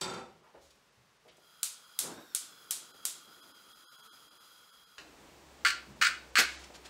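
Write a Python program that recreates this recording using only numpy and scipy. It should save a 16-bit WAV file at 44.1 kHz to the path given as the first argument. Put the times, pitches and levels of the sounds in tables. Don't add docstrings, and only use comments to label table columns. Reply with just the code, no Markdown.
import sys
import numpy as np
from scipy import signal
from scipy.fft import rfft, irfft, next_fast_len
from scipy.io import wavfile
from scipy.ndimage import uniform_filter1d, map_coordinates

SR = 44100
rng = np.random.default_rng(int(sys.argv[2]) if len(sys.argv) > 2 else 0)


def bounce(signal):
    frames = np.transpose(np.atleast_2d(signal))
    limited = np.clip(frames, -1, 1)
    pcm = np.round(limited * 32767).astype(np.int16)
    wavfile.write(sys.argv[1], SR, pcm)


def gain_from_db(level_db):
    decades = np.asarray(level_db, float) / 20
    return 10 ** decades


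N = 303849
TIME = np.arange(N) / SR
CUT_S = 4.981

# (spectrum of f/Hz, level/dB per Hz), overall level/dB
STOVE_AIR = [(15, -54), (25, -24), (55, -7.5), (92, -24), (138, -7.5), (378, -14), (445, -8.5),
             (651, -12.5), (726, -14), (1010, -10.5), (5570, -19.5), (16500, -35)], -68.5
# f/Hz, level/dB per Hz
TABLE_AIR = [(15, -43), (25, -12), (59, -3), (77, -14), (96, -17), (129, -5.5), (253, -6), (340, 0),
             (378, -4.5), (945, -8), (1200, -11), (7910, -21.5), (15500, -49.5)]
# t/s, level/dB
FRIDGE_HUM = [
    (4.99, -72),
    (5.86, -63),
    (6.084, -63.5),
    (6.63, -55.5),
    (6.704, -65),
    (6.89, -64),
]
# f/Hz, T60/s
WALLS = [(300, 0.83), (1300, 0.54), (3500, 0.57), (9000, 0.4), (15000, 0.27)]

# f/Hz, level/dB, nominal T60/s (capped at 0.3 s and broadened in use)
SHELL_MODES = [(2207, 2, 0.64), (2374, -5, 1.5), (2640, -3, 0.074), (2900, -14, 0.63), (3184, 3, 0.17),
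               (3540, 4.5, 0.22), (3595, 9, 0.2), (4027, 5.5, 0.23), (4610, 8.5, 0.16), (5140, -13, 0.6),
               (5469, -21, 5.0), (5480, 3, 0.22), (5840, -3, 0.31), (6300, -3, 0.49), (6300, -11, 0.27),
               (6830, 1, .3), (7628, -28, 5.0), (7840, 7.5, 0.21), (8436, -22, 0.26), (8840, -0.5, 0.16),
               (9350, -1, 0.42), (10200, -14, 0.15)]
# f/Hz, level/dB per Hz
BOOM_SPECTRUM = [(24, -47), (40, -16), (234, -6), (308, -15.5), (393, -1.5), (459, -13.5), (500, -2.5),
                 (595, -12), (870, -5), (1230, -11.5), (1340, -4), (1570, -15), (2500, -19), (3250, -28),
                 (5500, -120)]
# f/Hz, level/dB per Hz
CLATTER_SPECTRUM = [(710, -35), (1200, -12), (1340, -21), (1520, -24), (7410, -15.5), (7910, -23),
                    (16000, -40)]
# t/s, level/dB over the chatter
REHITS = [
    (0.013, 1),
    (0.029, 3),
    (0.071, -2),
    (0.099, 9),
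    (.137, 11),
    (.19, 7),
]

# t/s, level/dB, centre f/Hz, T60/s
RUBS = [
    (.36, -63.5, 120, .21),
    (.42, -55.5, 900, .35),
    (0.551, -62, 55, .52),
    (.605, -58.5, 5000, 0.34),
    (.97, -58, 140, 0.091),
    (1.25, -64, 130, 0.28),
    (5.3, -55, 100, .1),
    (5.87, -46.5, 170, 0.3),
    (5.98, -53, 220, .13),
]
# t/s, level/dB, centre f/Hz, T60/s
TICKS = [
    (.541, -49, 460, 0.19),
    (.547, -60, 1400, .12),
    (.704, -56.5, 4200, .06),
    (.758, -67, 8000, .015),
    (1.248, -57, 456, 0.25),
    (1.277, -67, 8500, .06),
    (1.281, -55.5, 2600, 0.13),
    (1.368, -59, 6300, .044),
    (1.38, -57.5, 500, 0.074),
    (6.7, -44, 450, .046),
]

# t/s, level/dB
GAS_FLOW = [
    (1.239, -80),
    (1.398, -75),
    (1.45, -66),
    (2.001, -62),
    (4.401, -61.5),
    (4.982, -66.5),
]
# f/Hz, width/Hz, level/dB
PORT_MODES = [(1285, 77, -5.5), (3284, 31, 2.5), (4025, 54, -6.5), (4930, 62, -3), (6560, 87, -14),
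              (8790, 45, -11), (8970, 50, -17.5), (9790, 42, -17), (10800, 40, -8.5), (11170, 22, -13),
              (11470, 23, -8.5), (13100, 60, -14), (14150, 83, -17), (15300, 69, -15.5)]
# f/Hz, level/dB per Hz
JET_SPECTRUM = [(400, -45), (750, -16), (1050, -7), (1450, 4.5), (1750, -29), (2400, -29), (3300, -15),
                (5000, -21.5), (7000, -10.5), (8300, -19), (11000, -16), (12300, -21), (15500, -19.5)]
# t/s, level/dB
FLAME = [
    (2.3, -72),
    (2.75, -66),
    (3.5, -67.5),
    (3.8, -74.5),
    (4.4, -74.5),
    (4.98, -95),
]
# f/Hz, level/dB per Hz
ROAR_SPECTRUM = [(30, -24), (90, -11.5), (190, -5), (330, 0), (600, -6.5), (950, -7.5), (1500, -13.5),
                 (3000, -25), (6000, -62)]
# t/s, level/dB, width/s
PUFFS = [
    (2.055, -53, 0.019),
    (2.085, -49.5, 0.02),
    (2.155, -58, 0.018),
    (2.19, -52, 0.019),
]

# t/s, peak level/dB
SPARKS = [
    (1.63, -17),
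    (1.9889, -15.5),
    (2.348, -17.5),
    (2.7076, -17.5),
    (3.0516, -18),
]
# f/Hz, level/dB per Hz
SPARK_SPECTRUM = [(290, -52.5), (500, -26), (1170, -15.5), (1330, -11.5), (1770, -16), (3900, -5),
                  (5350, -5), (7670, 1), (10100, -1), (15500, -13)]

# t/s, level/dB
TAP = (4.982, -41.5)
# f/Hz, level/dB per Hz
TAP_SPECTRUM = [(240, -44), (400, -18), (1310, -10.5), (1630, -4), (2550, -6.5), (2800, -2), (3310, -14),
                (4580, -8), (16000, -38)]
# t/s, length/s, landing level/dB, drag level/dB, drag change to the end/dB
STROKES = [
    (5.649, 0.058, -16, -29, -4.5),
    (6.013, 0.059, -25.5, -28, 1.4),
    (6.3549, .05, -24.5, -28.5, 4),
]
# f/Hz, level/dB per Hz
BOX_SPECTRUM = [(400, -37.5), (900, -27), (1200, -7), (1520, 2), (1900, -6.5), (2500, -7.5), (2950, -12),
                (3550, -18.5), (4400, -11.5), (6000, -18), (7900, -16), (9500, -26.5), (12000, -33.5),
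                (16000, -30)]
# f/Hz, width/Hz
BOX_MODES = [(1224, 23), (1394, 19), (1507, 26), (1620, 25), (1787, 21), (1987, 27), (2190, 22), (2350, 20),
             (2540, 29), (2906, 24), (3390, 27), (3800, 21), (4230, 60), (4580, 42)]

# t/s, level/dB, attack/s, hold/s, fall/(dB/s)
FLARE = (6.381, -26, .005, .016, 520)
# f/Hz, level/dB per Hz
FLARE_SPECTRUM = [(59, -59), (100, -17), (427, -2.5), (903, -7.5), (1610, -14), (1790, -2), (2030, -4.5),
                  (4390, -3), (14800, -17.5), (16500, -27)]
# t/s, level/dB, attack/s, hold/s, fall/(dB/s)
SPUTTER = (6.415, -44, .01, .002, 75)
# f/Hz, level/dB per Hz
SPUTTER_SPECTRUM = [(470, -26), (800, -5), (1300, -3.5), (1430, -0.5), (2050, -0.5), (4540, -1.5),
                    (7550, -6.5), (15500, -29)]
# t/s, level/dB, width/s
SPITS = [
    (6.643, -54, .005),
    (6.755, -51, .012),
    (6.86, -50.5, .011),
]

THIN_INSTANTS = [.421, .909, 1.187, 1.304, 1.861, 2.186, 2.395, 2.929, 3.416, 3.533, 3.741, 3.858, 3.881,
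                 3.904, 3.974, 4.02, 4.09, 4.113, 4.299, 4.392, 4.717, 4.856, 5.947, 6.064, 6.319, 6.574]


def unit(x):
    return x / np.sqrt(np.mean(x ** 2) + 1e-20)


def along(points, hz):
    f, v = np.transpose(points)
    return np.interp(np.log(hz + 1), np.log(f + 1), v)


def gain(rows):
    s, db = np.transpose(rows)
    return gain_from_db(np.interp(TIME, s, db)) * (TIME >= s[0]) * (TIME <= s[-1])


def envelope(start_s, db, attack_s, hold_s, fall):
    t = TIME - start_s
    decay = gain_from_db(db - fall * np.maximum(t - attack_s - hold_s, 0))
    return decay * np.clip(t / attack_s, 0, 1)


def swells(rows):
    return sum(gain_from_db(db) * np.exp(-((TIME - s) / width) ** 2) for s, db, width in rows)


def wobble(rate):
    knots = rng.standard_normal(int(N * rate / SR) + 4)
    return map_coordinates(knots, [TIME * rate])


def filtered(x, response):
    m = next_fast_len(len(x) + SR // 2)
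    return irfft(rfft(x, m) * response(np.fft.rfftfreq(m, 1 / SR)), m)[:len(x)]


def causal(spectrum):
    cepstrum = irfft(np.log(gain_from_db(along(spectrum, np.fft.rfftfreq(4096, 1 / SR))) + 1e-6))
    cepstrum[1:2048] *= 2
    cepstrum[2049:] = 0
    kernel = irfft(np.exp(rfft(cepstrum)))[:2048]
    return kernel / np.linalg.norm(kernel)


def resonances(peaks, widen):
    def response(f):
        total = 0
        for k, (centre, width, db) in enumerate(peaks):
            damping = 1j * f * widen * width
            total = total + (-1) ** k * gain_from_db(db) * damping / (centre * centre - f * f + damping)
        return total
    return response


def noise(spectrum):
    return unit(filtered(rng.standard_normal(N), lambda hz: gain_from_db(along(spectrum, hz))))


def grit(per_s, spread_db):
    slips = (rng.random(N) < per_s / SR) * rng.standard_normal(N)
    slips = slips * gain_from_db(spread_db * rng.exponential(size=N))
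    power = np.abs(uniform_filter1d(slips ** 2, size=900))
    return slips / np.sqrt(power + .1 * power.mean())


def room(x, shorter=0.8):
    hz, t, z = signal.stft(rng.standard_normal(SR // 2), SR, nperseg=256)
    decay = gain_from_db(-60 * t / (shorter * along(WALLS, hz))[:, None])
    tail = signal.istft(z * decay, SR, nperseg=256)[1]
    delayed = np.pad(x, (120, 0))
    return signal.fftconvolve(delayed, tail / np.linalg.norm(tail))[:len(x)]


def air():
    hum_hz = 64.7 + 2.1 * wobble(8.6)
    hum = np.sqrt(2) * np.sin(2 * np.pi * np.cumsum(hum_hz) / SR)
    stove_spectrum, stove_db = STOVE_AIR
    stove = gain_from_db(stove_db + 0.38 * wobble(3.98)) * noise(stove_spectrum) * (TIME < CUT_S)
    table_db = -62 + 1.74 * (TIME - CUT_S)
    table = gain_from_db(table_db + 3.0 + 0.9 * wobble(8)) * noise(TABLE_AIR) * (TIME >= CUT_S)
    return stove + table + gain(FRIDGE_HUM) * hum


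def kettle():
    land_s, still_s = 0.0102, 0.2
    landing = envelope(land_s, -33.5, 0.0017, 0.0047, 460)
    chatter = envelope(land_s, -51.5, .001, 0.14, 200)
    contact = landing + chatter
    boom = envelope(land_s, -42, 0.007, 0.051, 48)
    boom = boom * gain_from_db(-270 * np.maximum(TIME - still_s, 0))
    strikes = 1 + sum(gain_from_db(db) * np.exp(-np.abs(TIME - s) / 0.0048) * (TIME > s) for s, db in REHITS)
    shell = resonances([(hz, 2.2 / min(t60, .3), db) for hz, db, t60 in SHELL_MODES], widen=4.)
    force = grit(2500, spread_db=1.0)[:SR]
    ring = filtered(force * (contact * strikes)[:SR], shell) / np.std(filtered(force, shell))
    clatter = gain_from_db(-9.5) * contact * strikes * noise(CLATTER_SPECTRUM)
    dry = (clatter + boom * noise(BOOM_SPECTRUM))[:SR] + gain_from_db(-7.0) * ring
    return np.pad(dry + gain_from_db(-3.5) * room(dry), (0, N - SR))


def hands():
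    out, t = np.zeros(N), np.arange(SR // 2) / SR
    touches = [(*r, 0.086) for r in RUBS] + [(*r, 0.036) for r in TICKS]
    for s, db, hz, t60, rise in touches:
        band = resonances([(hz, hz, 0)], widen=1.1)
        puff = unit(filtered(filtered(rng.standard_normal(len(t)), band), band))
        shape = gain_from_db(db - 60 * t / t60) * (1 - np.exp(-t / (rise * t60)))
        start = round(s * SR)
        out[start:][:len(t)] += (shape * puff)[:N - start]
    return out + gain_from_db(-4) * room(out)


def burner():
    light_s, hottest_s = 1.995, .22
    ports = unit(filtered(rng.standard_normal(N), resonances(PORT_MODES, widen=2.6)))
    jet = gain_from_db(1.0) * ports + gain_from_db(-1.5) * noise(JET_SPECTRUM)
    heat = np.maximum(TIME - light_s, 0) / hottest_s
    pitch_lift = .14 * (heat * np.exp(1 - heat)) ** 3
    jet = map_coordinates(jet, [np.cumsum(1 + pitch_lift + .003 * wobble(12))], order=5)
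    flow = gain(GAS_FLOW) * gain_from_db(0.5 * wobble(7) + 0.77 * wobble(30))
    roar = unit(noise(ROAR_SPECTRUM) * gain_from_db(2.5 * wobble(40) + .8 * wobble(7)))
    whoosh = envelope(light_s, -52.5, .01, 0.21, 210)
    flame = whoosh + swells(PUFFS) + gain(FLAME)
    return flow * jet + flame * roar


def igniter():
    out, t = np.zeros(N), np.arange(SR // 2) / SR
    for s, db in SPARKS:
        pulse = (t == 0) * 1.
        cluster = (t / .001) ** 2 * np.exp(2 - 2 * t / .001) + .14 * gain_from_db(-60 * t / .08)
        echoes = pulse + cluster * rng.standard_normal(len(t)) + gain_from_db(19.0) * room(pulse)
        snap = signal.fftconvolve(echoes, causal(SPARK_SPECTRUM))[:len(t)]
        out[round((s + .0007) * SR):][:len(t)] += gain_from_db(db - 4.5) * snap
    return out


def below(x, hz):
    return filtered(x, lambda f: 1 / (1 + (f / hz) ** 6))


def box(force):
    modes = resonances([(hz, width, 0) for hz, width in BOX_MODES], widen=.8)
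    body = signal.fftconvolve(force, causal(BOX_SPECTRUM))[:len(force)]
    return filtered(body, lambda f: 1 + np.abs(modes(f)))


def match():
    out = np.zeros(N)
    half = SR // 2
    slips = grit(5000, spread_db=1.5) * gain_from_db(1.8 * wobble(150))
    for s, length, land_db, drag_db, change_db in STROKES:
        span = slice(round(s * SR), round(s * SR) + half)
        knock = envelope(s, land_db, .0002, .002, 710)
        progress = np.clip((TIME - s) / length, 0, 1)
        drag = envelope(s, drag_db, 0.00027, length, 2000) * gain_from_db(change_db * progress)
        deep = gain_from_db(-3.5 + (drag_db + change_db * progress + 29.5))
        low = (slips * (knock + deep * drag))[span]
        low[1] = gain_from_db(land_db + 11)
        upper = box((slips * (gain_from_db(-9.5) * knock + drag))[span])
        middle = below(upper, 3640) - below(upper, 2090)
        high = upper - below(upper, 3300)
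        dry = gain_from_db(0.56) * below(box(low), 1620) + gain_from_db(4.5) * middle
        dry += gain_from_db(-1.0 + 4.5 * progress[span]) * high
        out[span] += dry + gain_from_db(-7.0) * room(dry, shorter=0.65)
    tap_s, tap_db = TAP
    tap = gain_from_db(tap_db - 60 * TIME[:half] / 0.032) * rng.standard_normal(half)
    tap = signal.fftconvolve(tap, causal(TAP_SPECTRUM))[:half]
    out[round(tap_s * SR):][:half] += tap + gain_from_db(1.5) * room(tap, shorter=0.6)
    return out


def fire():
    return rng.standard_normal(N) + .5 * grit(1200, spread_db=2.)


def flare():
    burst = signal.fftconvolve(fire() * envelope(*FLARE), causal(FLARE_SPECTRUM))[:N]
    burn_out = gain_from_db(-120 * np.maximum(TIME - 6.66, 0))
    burning = envelope(*SPUTTER) * burn_out + swells(SPITS)
    sputter = signal.fftconvolve(fire() * burning, causal(SPUTTER_SPECTRUM))[:N]
    return burst + sputter + gain_from_db(-7) * room(burst + sputter, shorter=0.31)


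def scene():
    return (air() + kettle() + hands() + burner() + igniter() + match() + flare())[None]


def thinned(x):
    lead, window = 890, signal.get_window("cosine", 2048)
    hz, t, z = signal.stft(np.pad(x, (lead, 0)), SR, window, nperseg=2048)
    top_hz = 15750
    z[hz > top_hz] *= gain_from_db(-36)
    for s in THIN_INSTANTS:
        kept = .09 if 2.6 < s < CUT_S else .26
        frame = round((s * SR + lead) / 1024)
        size = np.abs(z[:, frame]) * (hz < top_hz)
        prominence = size / (uniform_filter1d(size, size=100) + 1e-9) ** .45
        z[:, frame] *= prominence > np.quantile(prominence, 1 - kept)
    return signal.istft(z, SR, window, nperseg=2048)[1][lead:lead + N]


def top_cut(x):
    return signal.sosfilt(signal.butter(12, 16800, fs=SR, output="sos"), x)


def record(dry):
    hiss = rng.standard_normal(N) * np.where(TIME < CUT_S, gain_from_db(-103), gain_from_db(-70.5))
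    x = filtered(dry[0] + hiss, lambda f: (1j * f / (35 + 1j * f)) ** 2)
    mix = thinned(x)[None]
    return top_cut(mix)


dry = scene()
out = record(dry)
bounce(out)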